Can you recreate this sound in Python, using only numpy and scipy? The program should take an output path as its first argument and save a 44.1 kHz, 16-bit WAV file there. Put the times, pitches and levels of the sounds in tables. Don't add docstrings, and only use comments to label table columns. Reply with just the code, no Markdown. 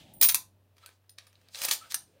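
import sys
import numpy as np
from scipy import signal
from scipy.fft import rfft, irfft
from scipy.io import wavfile
from scipy.ndimage import uniform_filter1d

SR = 44100
rng = np.random.default_rng(int(sys.argv[2]) if len(sys.argv) > 2 else 0)


def wav_record(signal):
    frames = np.transpose(np.atleast_2d(signal))
    bounded = np.clip(frames, -1, 1)
    quanta = np.round(bounded * 32767).astype(np.int16)
    wavfile.write(sys.argv[1], SR, quanta)


N = 97020

# start in seconds, nominal peak level in dB,
# relative strength of bass, middle and treble in dB, fading time of the chatter in ms.
CONTACTS = [(0.137, -40, -25.5, -22, 6, 4.6), (0.212, -11.5, -21.5, -12.5, -12, 4.5),
            (0.224, -10, -28.5, -17, -37, 2.3), (0.228, -6, -24, -10, -5.5, 5.8),
            (0.23, -2.5, -26, -13.5, 0, 3.9), (0.24, -7, -24, -19.5, -10, 3.8),
            (0.247, -13.5, -27.5, -17.5, -19, 5), (0.287, -3, -26, -17.5, -2, 1.3),
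            (0.291, -7, -22, -14.5, -11, 4.85), (0.298, -14, -24, -7.5, -17, 0.92),
            (0.321, -14.5, -23, -19, -4, 2), (0.345, -3.5, -23, -15.5, -6.5, 2.4),
            (0.352, -10.5, -19, -12.5, -3, 3.3), (0.767, -51, -10.5, -13, -16.5, 2.5),
            (0.781, -45.5, -14, -10.5, -16, 2.5), (0.786, -56, -12.5, -7, -22, 3.3),
            (0.861, -30.5, -18, -9.5, -9, 0.96), (0.89, -41.5, -15, -22, -28, 1.52),
            (1.04, -61, -6, -22, -18, 4.5), (1.094, -38, -26, -10.5, -14.5, 1.66),
            (1.184, -28, -17.5, -6.5, -18.5, 2.5), (1.267, -44.5, -16, -13, -16.5, 4.9),
            (1.329, -48, -15, -9, -13.5, 1.28), (1.355, -44, -13.5, -5.5, -29.5, 1),
            (1.414, -51.5, -12, -12.5, -13, 2.3), (1.486, -42, -22, -4, -18.5, 0.83),
            (1.546, -23, -25, -10.5, -25, 3.6), (1.556, -26, -27, -3, -17, 0.9),
            (1.588, -27.5, -19, -3, -8, 1.3), (1.617, -17.5, -16, -12.5, -13.5, 1.95),
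            (1.634, -19, -33, -30, -24.5, 5.4), (1.649, -20.5, -28, -22, -1, 4.8),
            (1.652, -20, -20, -29, -2, 1.4), (1.661, -27, -35, -17, -12, 3.7),
            (1.684, -16, -19, -17, -15.5, 3.7), (1.692, -18, -26, -10, -4, 1.2),
            (1.711, -7, -17.5, -6, -8, 3.63), (1.718, -15.5, -31.5, -29, -26, 2.1),
            (1.734, -15.5, -19, 0, 25, 2.2), (1.746, -28.5, -11.5, -4, -20, 1.8),
            (1.904, -38, -24, -9, -30, 0.83), (1.914, -25.5, -16, -6, -11, 0.93),
            (1.921, -19.5, -19, -7, -8.5, 1.07), (1.943, -11.5, -23.5, -15, -11.5, 2.66),
            (2.077, -57, -21.5, -3.5, -14.5, 1.8)]
# frequency in Hz, level in dB per Hz.
CONTACT_COLOUR = [(250, -20), (500, -17.5), (1000, -6.5), (2000, -2.5), (4000, 4), (8000, 0.5), (12000, 4),
                  (16500, -2)]
CHATTER_PER_S, CHATTER_SPREAD_DB = 7000, 3.5
RISE_SHARE = 0.3
CREST = 3.16
BAND_WIDTH_DB = 10 * np.log10([1800, 4500, 9000])

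# frequency in Hz, width in Hz (at least 160 is used), level in dB.
TIN_MODES = [(550, 50, -1), (1048, 58, -1.5), (1550, 200, -17), (1920, 100, 3), (2350, 200, 0),
             (2650, 200, 0), (3140, 180, -7.5), (3800, 212, -4), (4110, 83, -9.5), (5100, 850, 2),
             (5940, 140, -14), (6640, 350, 0.5), (7500, 910, 0), (9900, 400, -4), (10100, 500, -1.5),
             (11300, 950, -1), (13600, 600, 1.5)]
TIN_DB, TIN_SCATTER_DB = -5, 3
TIN_SHIFT = 0.02

# frequency in Hz, level in dB.
COIN_A_MODES = [(9097, -5), (9148, 0), (15180, 0), (15240, -3)]
COIN_B_MODES = [(9240, -4), (9290, -2), (9400, -5), (14300, -6), (14430, -3), (14530, 0)]
COIN_C_MODES = [(8910, -3), (8945, 0), (9055, -6), (14070, 0), (14190, -4), (14320, -3)]
# start in seconds, level in dB, extra level of the modes
# above 12 kHz in dB, time to fall by 60 dB in seconds, seconds until the coin is touched.
COIN_A_BLOWS = [(.136, -57.5, -1, 1.28, 0.065), (.213, -18.5, 5, 0.85, 0.0096),
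                (.233, -27, 8.5, 0.29, 0.03), (.248, -22.5, 0, .3, 0.058), (.298, -29, 5, 0.1, 0.027),
                (1.654, -29, -2, .04, 0.011)]
COIN_B_BLOWS = [(.861, -58, -2, .12, .07), (1.0945, -57, -1, .12, .08), (1.269, -66, -3, .12, .07)]
COIN_C_BLOWS = [(1.722, -36, -5, .17, .07), (1.9435, -25, -8, .04, .022), (1.966, -56, -4, .2, .1)]

# time in seconds, level in dB before tilting,
# tilt in dB (added above about 3 kHz and taken off below).
DRAGS = [
    [(.76, -78, -2.5), (.8, -70, -4.5), (.83, -59, -6.5), (.88, -65.5, -8), (.93, -67, -4.5),
     (.97, -83.5, 2)],
    [(1.18, -74, -22), (1.23, -65.5, -4.5), (1.3, -71.5, -6), (1.42, -72, -5), (1.5, -67.5, -7.5),
     (1.535, -64, 6), (1.55, -45.5, -3), (1.58, -44, -0.5), (1.61, -41.5, -1.5), (1.63, -34.5, -0.5),
     (1.642, -37.5, -0.5), (1.651, -23.5, 0.5), (1.659, -43.5, -10), (1.68, -38, -3), (1.70, -40, -2),
     (1.725, -31.5, 1), (1.75, -41, 0.5), (1.78, -59, 0), (1.84, -54, -6), (1.895, -58.5, -4),
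     (1.91, -48, 5.5), (1.935, -52, -7), (1.96, -71, -0.5), (2.02, -73, 1), (2.2, -74.5, -7.5)],
]
# frequency in Hz, level in dB per Hz.
DRAG_COLOUR = [(120, -55), (200, -20.5), (573, 2.5), (1290, 0.5), (4290, 10.5), (9310, 7), (11000, -4.5),
               (15300, 4), (16500, -15.5)]
DRAG_TICKS_PER_S, DRAG_SPREAD_DB = 3000, 3

# start in seconds, level in dB before the swell, frequency in Hz, length in seconds.
SQUEAKS = [(.82, -61.5, 1317, 0.044), (.822, -65.5, 4020, 0.022), (0.86, -62, 1533, .03),
           (1.807, -53, 1300, 0.039), (1.83, -62, 1480, 0.049), (2.061, -70, 402, 0.083),
           (2.12, -68.5, 546, 0.13)]
SQUEAK_WIDTH_HZ = 110

# frequency in Hz, time to fall by 60 dB in seconds.
ROOM_DECAY = [(500, .34), (2000, 0.17), (6000, 0.22), (16000, 0.14)]
ROOM_DB, ROOM_RISE_S = -7, 0.0013

# frequency in Hz, level in dB per Hz.
LOW_FLOOR_COLOUR = [(15, -65), (25, -45), (102, -10), (166, -22.5), (308, -17.5), (328, -30), (386, -18),
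                    (618, -20), (1200, -33.5), (1560, -70), (2640, -120)]
# frequency in Hz, level in dB per Hz.
HISS_COLOUR = [(590, -35.5), (1000, -7.5), (2050, -12), (2230, -15), (2620, -10.5), (7020, -21),
               (16000, -16.5)]
LOW_FLOOR_DB, HISS_DB = -75.5, -77.5
# time in seconds, level in dB.
RUMBLE_LEVEL = [(0.0, -58), (0.2, -58), (0.46, -70.5), (0.85, -80.5), (1.19, -80.5), (1.56, -74),
                (1.73, -71), (2.2, -71)]
# frequency in Hz, level in dB per Hz.
RUMBLE_COLOUR = [(24, -32.5), (40, -4), (140, 4.5), (386, -6), (482, -15.5), (541, -3.5), (900, -11),
                 (1170, -53.5), (1980, -120)]
HUM_HZ, HUM_DB, HUM_WAVER_DB = 95.4, -67.5, 2
# frequency in Hz, level in dB per Hz.
EARLIER_COLOUR = [(470, -38.5), (800, -17.5), (1210, -20.5), (1340, -17), (3420, -3.5), (4340, -12.5),
                  (9690, -21), (16000, -27.5)]
EARLIER_DB, EARLIER_T60_S = -56.5, 0.65
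# frequency in Hz, level in dB relative to the middle.
SIDE_COLOUR = [(30, -28), (80, -44), (300, -32), (700, -38), (1500, -50), (3500, -52), (4800, -27),
               (16000, -30)]


def undb(db):
    return 10 ** (np.asarray(db) / 20)


def unit(x):
    return x / np.sqrt(np.mean(x ** 2) + 1e-30)


def at_hz(table, hz):
    table = np.array(table, float)
    return np.interp(np.log(np.maximum(hz, 1)), np.log(table[:, 0]), table[:, 1])


def colour(x, table):
    hz = np.arange(len(x) // 2 + 1) * SR / len(x)
    return irfft(rfft(x) * undb(at_hz(table, hz)), len(x))


def coloured_noise(table):
    return unit(colour(rng.standard_normal(N), table))


def add(out, x, s):
    i = int(round(s * SR))
    out[i:i + len(x)] += x[:len(out) - i]


def walk(rate):
    k = int(SR / rate)
    steps = np.repeat(rng.standard_normal(N // k + 1), k)
    return 1.3 * uniform_filter1d(uniform_filter1d(steps, k), k)[:N]


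def ticks(size, per_s, spread_db):
    present = rng.random(size) < per_s / SR
    strength = undb(spread_db * np.minimum(rng.exponential(size=size), 4))
    return present * np.sign(rng.standard_normal(size)) * strength


def clinks():
    out, t = np.zeros(N), np.arange(4096) / SR
    hz, width, db = np.array(TIN_MODES, float).T[:, :, None]
    damping = np.exp(-np.pi * np.maximum(width, 160) * t)
    for s, peak_db, bass_db, mid_db, treble_db, ms in CONTACTS:
        env = (1 - np.exp(-t * 1000 / (RISE_SHARE * ms))) * np.exp(-t * 1000 / ms)
        chatter = ticks(len(t), CHATTER_PER_S, CHATTER_SPREAD_DB)
        burst = env * (chatter + rng.standard_normal(len(t)))
        gains = undb(db + TIN_SCATTER_DB * rng.standard_normal(hz.shape))
        mode_hz = hz * (1 + TIN_SHIFT * rng.standard_normal(hz.shape))
        tin = (gains * np.sin(2 * np.pi * mode_hz * t) * damping).sum(axis=0)
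        knocked = signal.fftconvolve(burst, tin)[:len(t)]
        hit = unit(burst) + undb(TIN_DB) * unit(knocked)
        hit = np.roll(hit, 64)
        bands = np.array([bass_db, mid_db, treble_db]) - BAND_WIDTH_DB
        hit = colour(colour(hit, CONTACT_COLOUR), list(zip([1400, 4200, 11000], bands)))
        loudest_rms = np.sqrt(uniform_filter1d(hit ** 2, size=44).max())
        add(out, undb(peak_db) * hit / loudest_rms / CREST, s - 64 / SR)
    return out


def coin(modes, blows):
    out, t = np.zeros(N), np.arange(6000) / SR
    hz, db = np.array(modes, float).T[:, :, None]
    for s, level_db, upper_db, t60, free in blows:
        gains = undb(db + upper_db * (hz > 12000))
        tone = (gains * np.sin(2 * np.pi * (hz * t + rng.random(hz.shape)))).sum(axis=0)
        rise = 1 - np.exp(-t / 0.00029)
        ringing = 1000. ** (-t / t60)
        touched = np.exp(-np.maximum(t - free, 0) / 0.0027)
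        add(out, undb(level_db) * tone * rise * ringing * touched, s)
    return out


def scrapes():
    t, out = np.arange(N) / SR, np.zeros(N)
    grit = ticks(N, DRAG_TICKS_PER_S, DRAG_SPREAD_DB) + 4.2 * rng.standard_normal(N)
    grit = colour(grit, DRAG_COLOUR)
    grit = grit / np.std(grit)
    low = signal.sosfilt(signal.butter(2, 3000, fs=SR, output="sos"), grit)
    for rows in DRAGS:
        s, db, tilt_db = np.array(rows, float).T
        gain = undb(np.interp(t, s, db)) * (t > s[0]) * (t < s[-1])
        tilt = undb(np.interp(t, s, tilt_db))
        out += gain * (low / tilt + (grit - low) * tilt)
    return out


def squeaks():
    out = np.zeros(N)
    for s, db, hz, length in SQUEAKS:
        t = np.arange(int(length * SR)) / SR
        reach = 3 * SQUEAK_WIDTH_HZ
        narrow = colour(rng.standard_normal(8192), [(hz - reach, -45), (hz, 0), (hz + reach, -45)])
        swell = np.sin(np.pi * t / length)
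        add(out, undb(db) * unit(narrow[:len(t)]) * swell, s)
    return out


def room(x):
    t, tail = np.arange(int(SR / 2)) / SR, 0
    noise = rfft(rng.standard_normal(len(t)))
    octave = np.log2(np.maximum(np.arange(len(t) // 2 + 1) * SR / len(t), 125))
    for hz in 125 * 2. ** np.arange(8):
        band = irfft(noise * np.clip(1 - np.abs(octave - np.log2(hz)), 0, 1), len(t))
        tail = tail + band * 1000. ** (-t / at_hz(ROOM_DECAY, hz))
    tail = tail * np.clip(t / ROOM_RISE_S, 0, 1)
    return undb(ROOM_DB) * signal.fftconvolve(x, tail / np.sqrt(np.sum(tail ** 2)))[:N]


def earlier_clatter():
    fade = 1000. ** (-np.arange(N) / SR / EARLIER_T60_S)
    return undb(EARLIER_DB + 1.3 * walk(29.2)) * fade * coloured_noise(EARLIER_COLOUR)


def rumble():
    s, db = np.array(RUMBLE_LEVEL, float).T
    level_db = np.interp(np.arange(N) / SR, s, db) + 0.83 * walk(42)
    return undb(level_db) * coloured_noise(RUMBLE_COLOUR)


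def hum():
    phase = 2 * np.pi * np.cumsum(HUM_HZ * (1 + 0.015 * walk(5.1))) / SR
    return undb(HUM_DB + HUM_WAVER_DB * walk(2.8)) * np.sin(phase)


def quiet_floor():
    low = undb(LOW_FLOOR_DB + 2.0 * walk(9.5)) * coloured_noise(LOW_FLOOR_COLOUR)
    return low + undb(HISS_DB) * coloured_noise(HISS_COLOUR)


def scene():
    coins = coin(COIN_A_MODES, COIN_A_BLOWS) + coin(COIN_B_MODES, COIN_B_BLOWS) + coin(COIN_C_MODES, COIN_C_BLOWS)
    close = clinks() + coins + scrapes() + squeaks()
    mono = close + room(close) + earlier_clatter() + rumble() + hum() + quiet_floor()
    smear = rng.standard_normal(1024) / 32
    side = colour(np.convolve(mono, smear, mode="same"), SIDE_COLOUR)
    return np.array([mono + side, mono - side])


def top_cut(x):
    return signal.sosfilt(signal.butter(12, 16950, fs=SR, output="sos"), x)


def record(dry):
    mix = signal.sosfilt(signal.ellip(8, 0.3, 60, 15800, fs=SR, output="sos"), dry)
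    return top_cut(mix)


dry = scene()
out = record(dry)
wav_record(out)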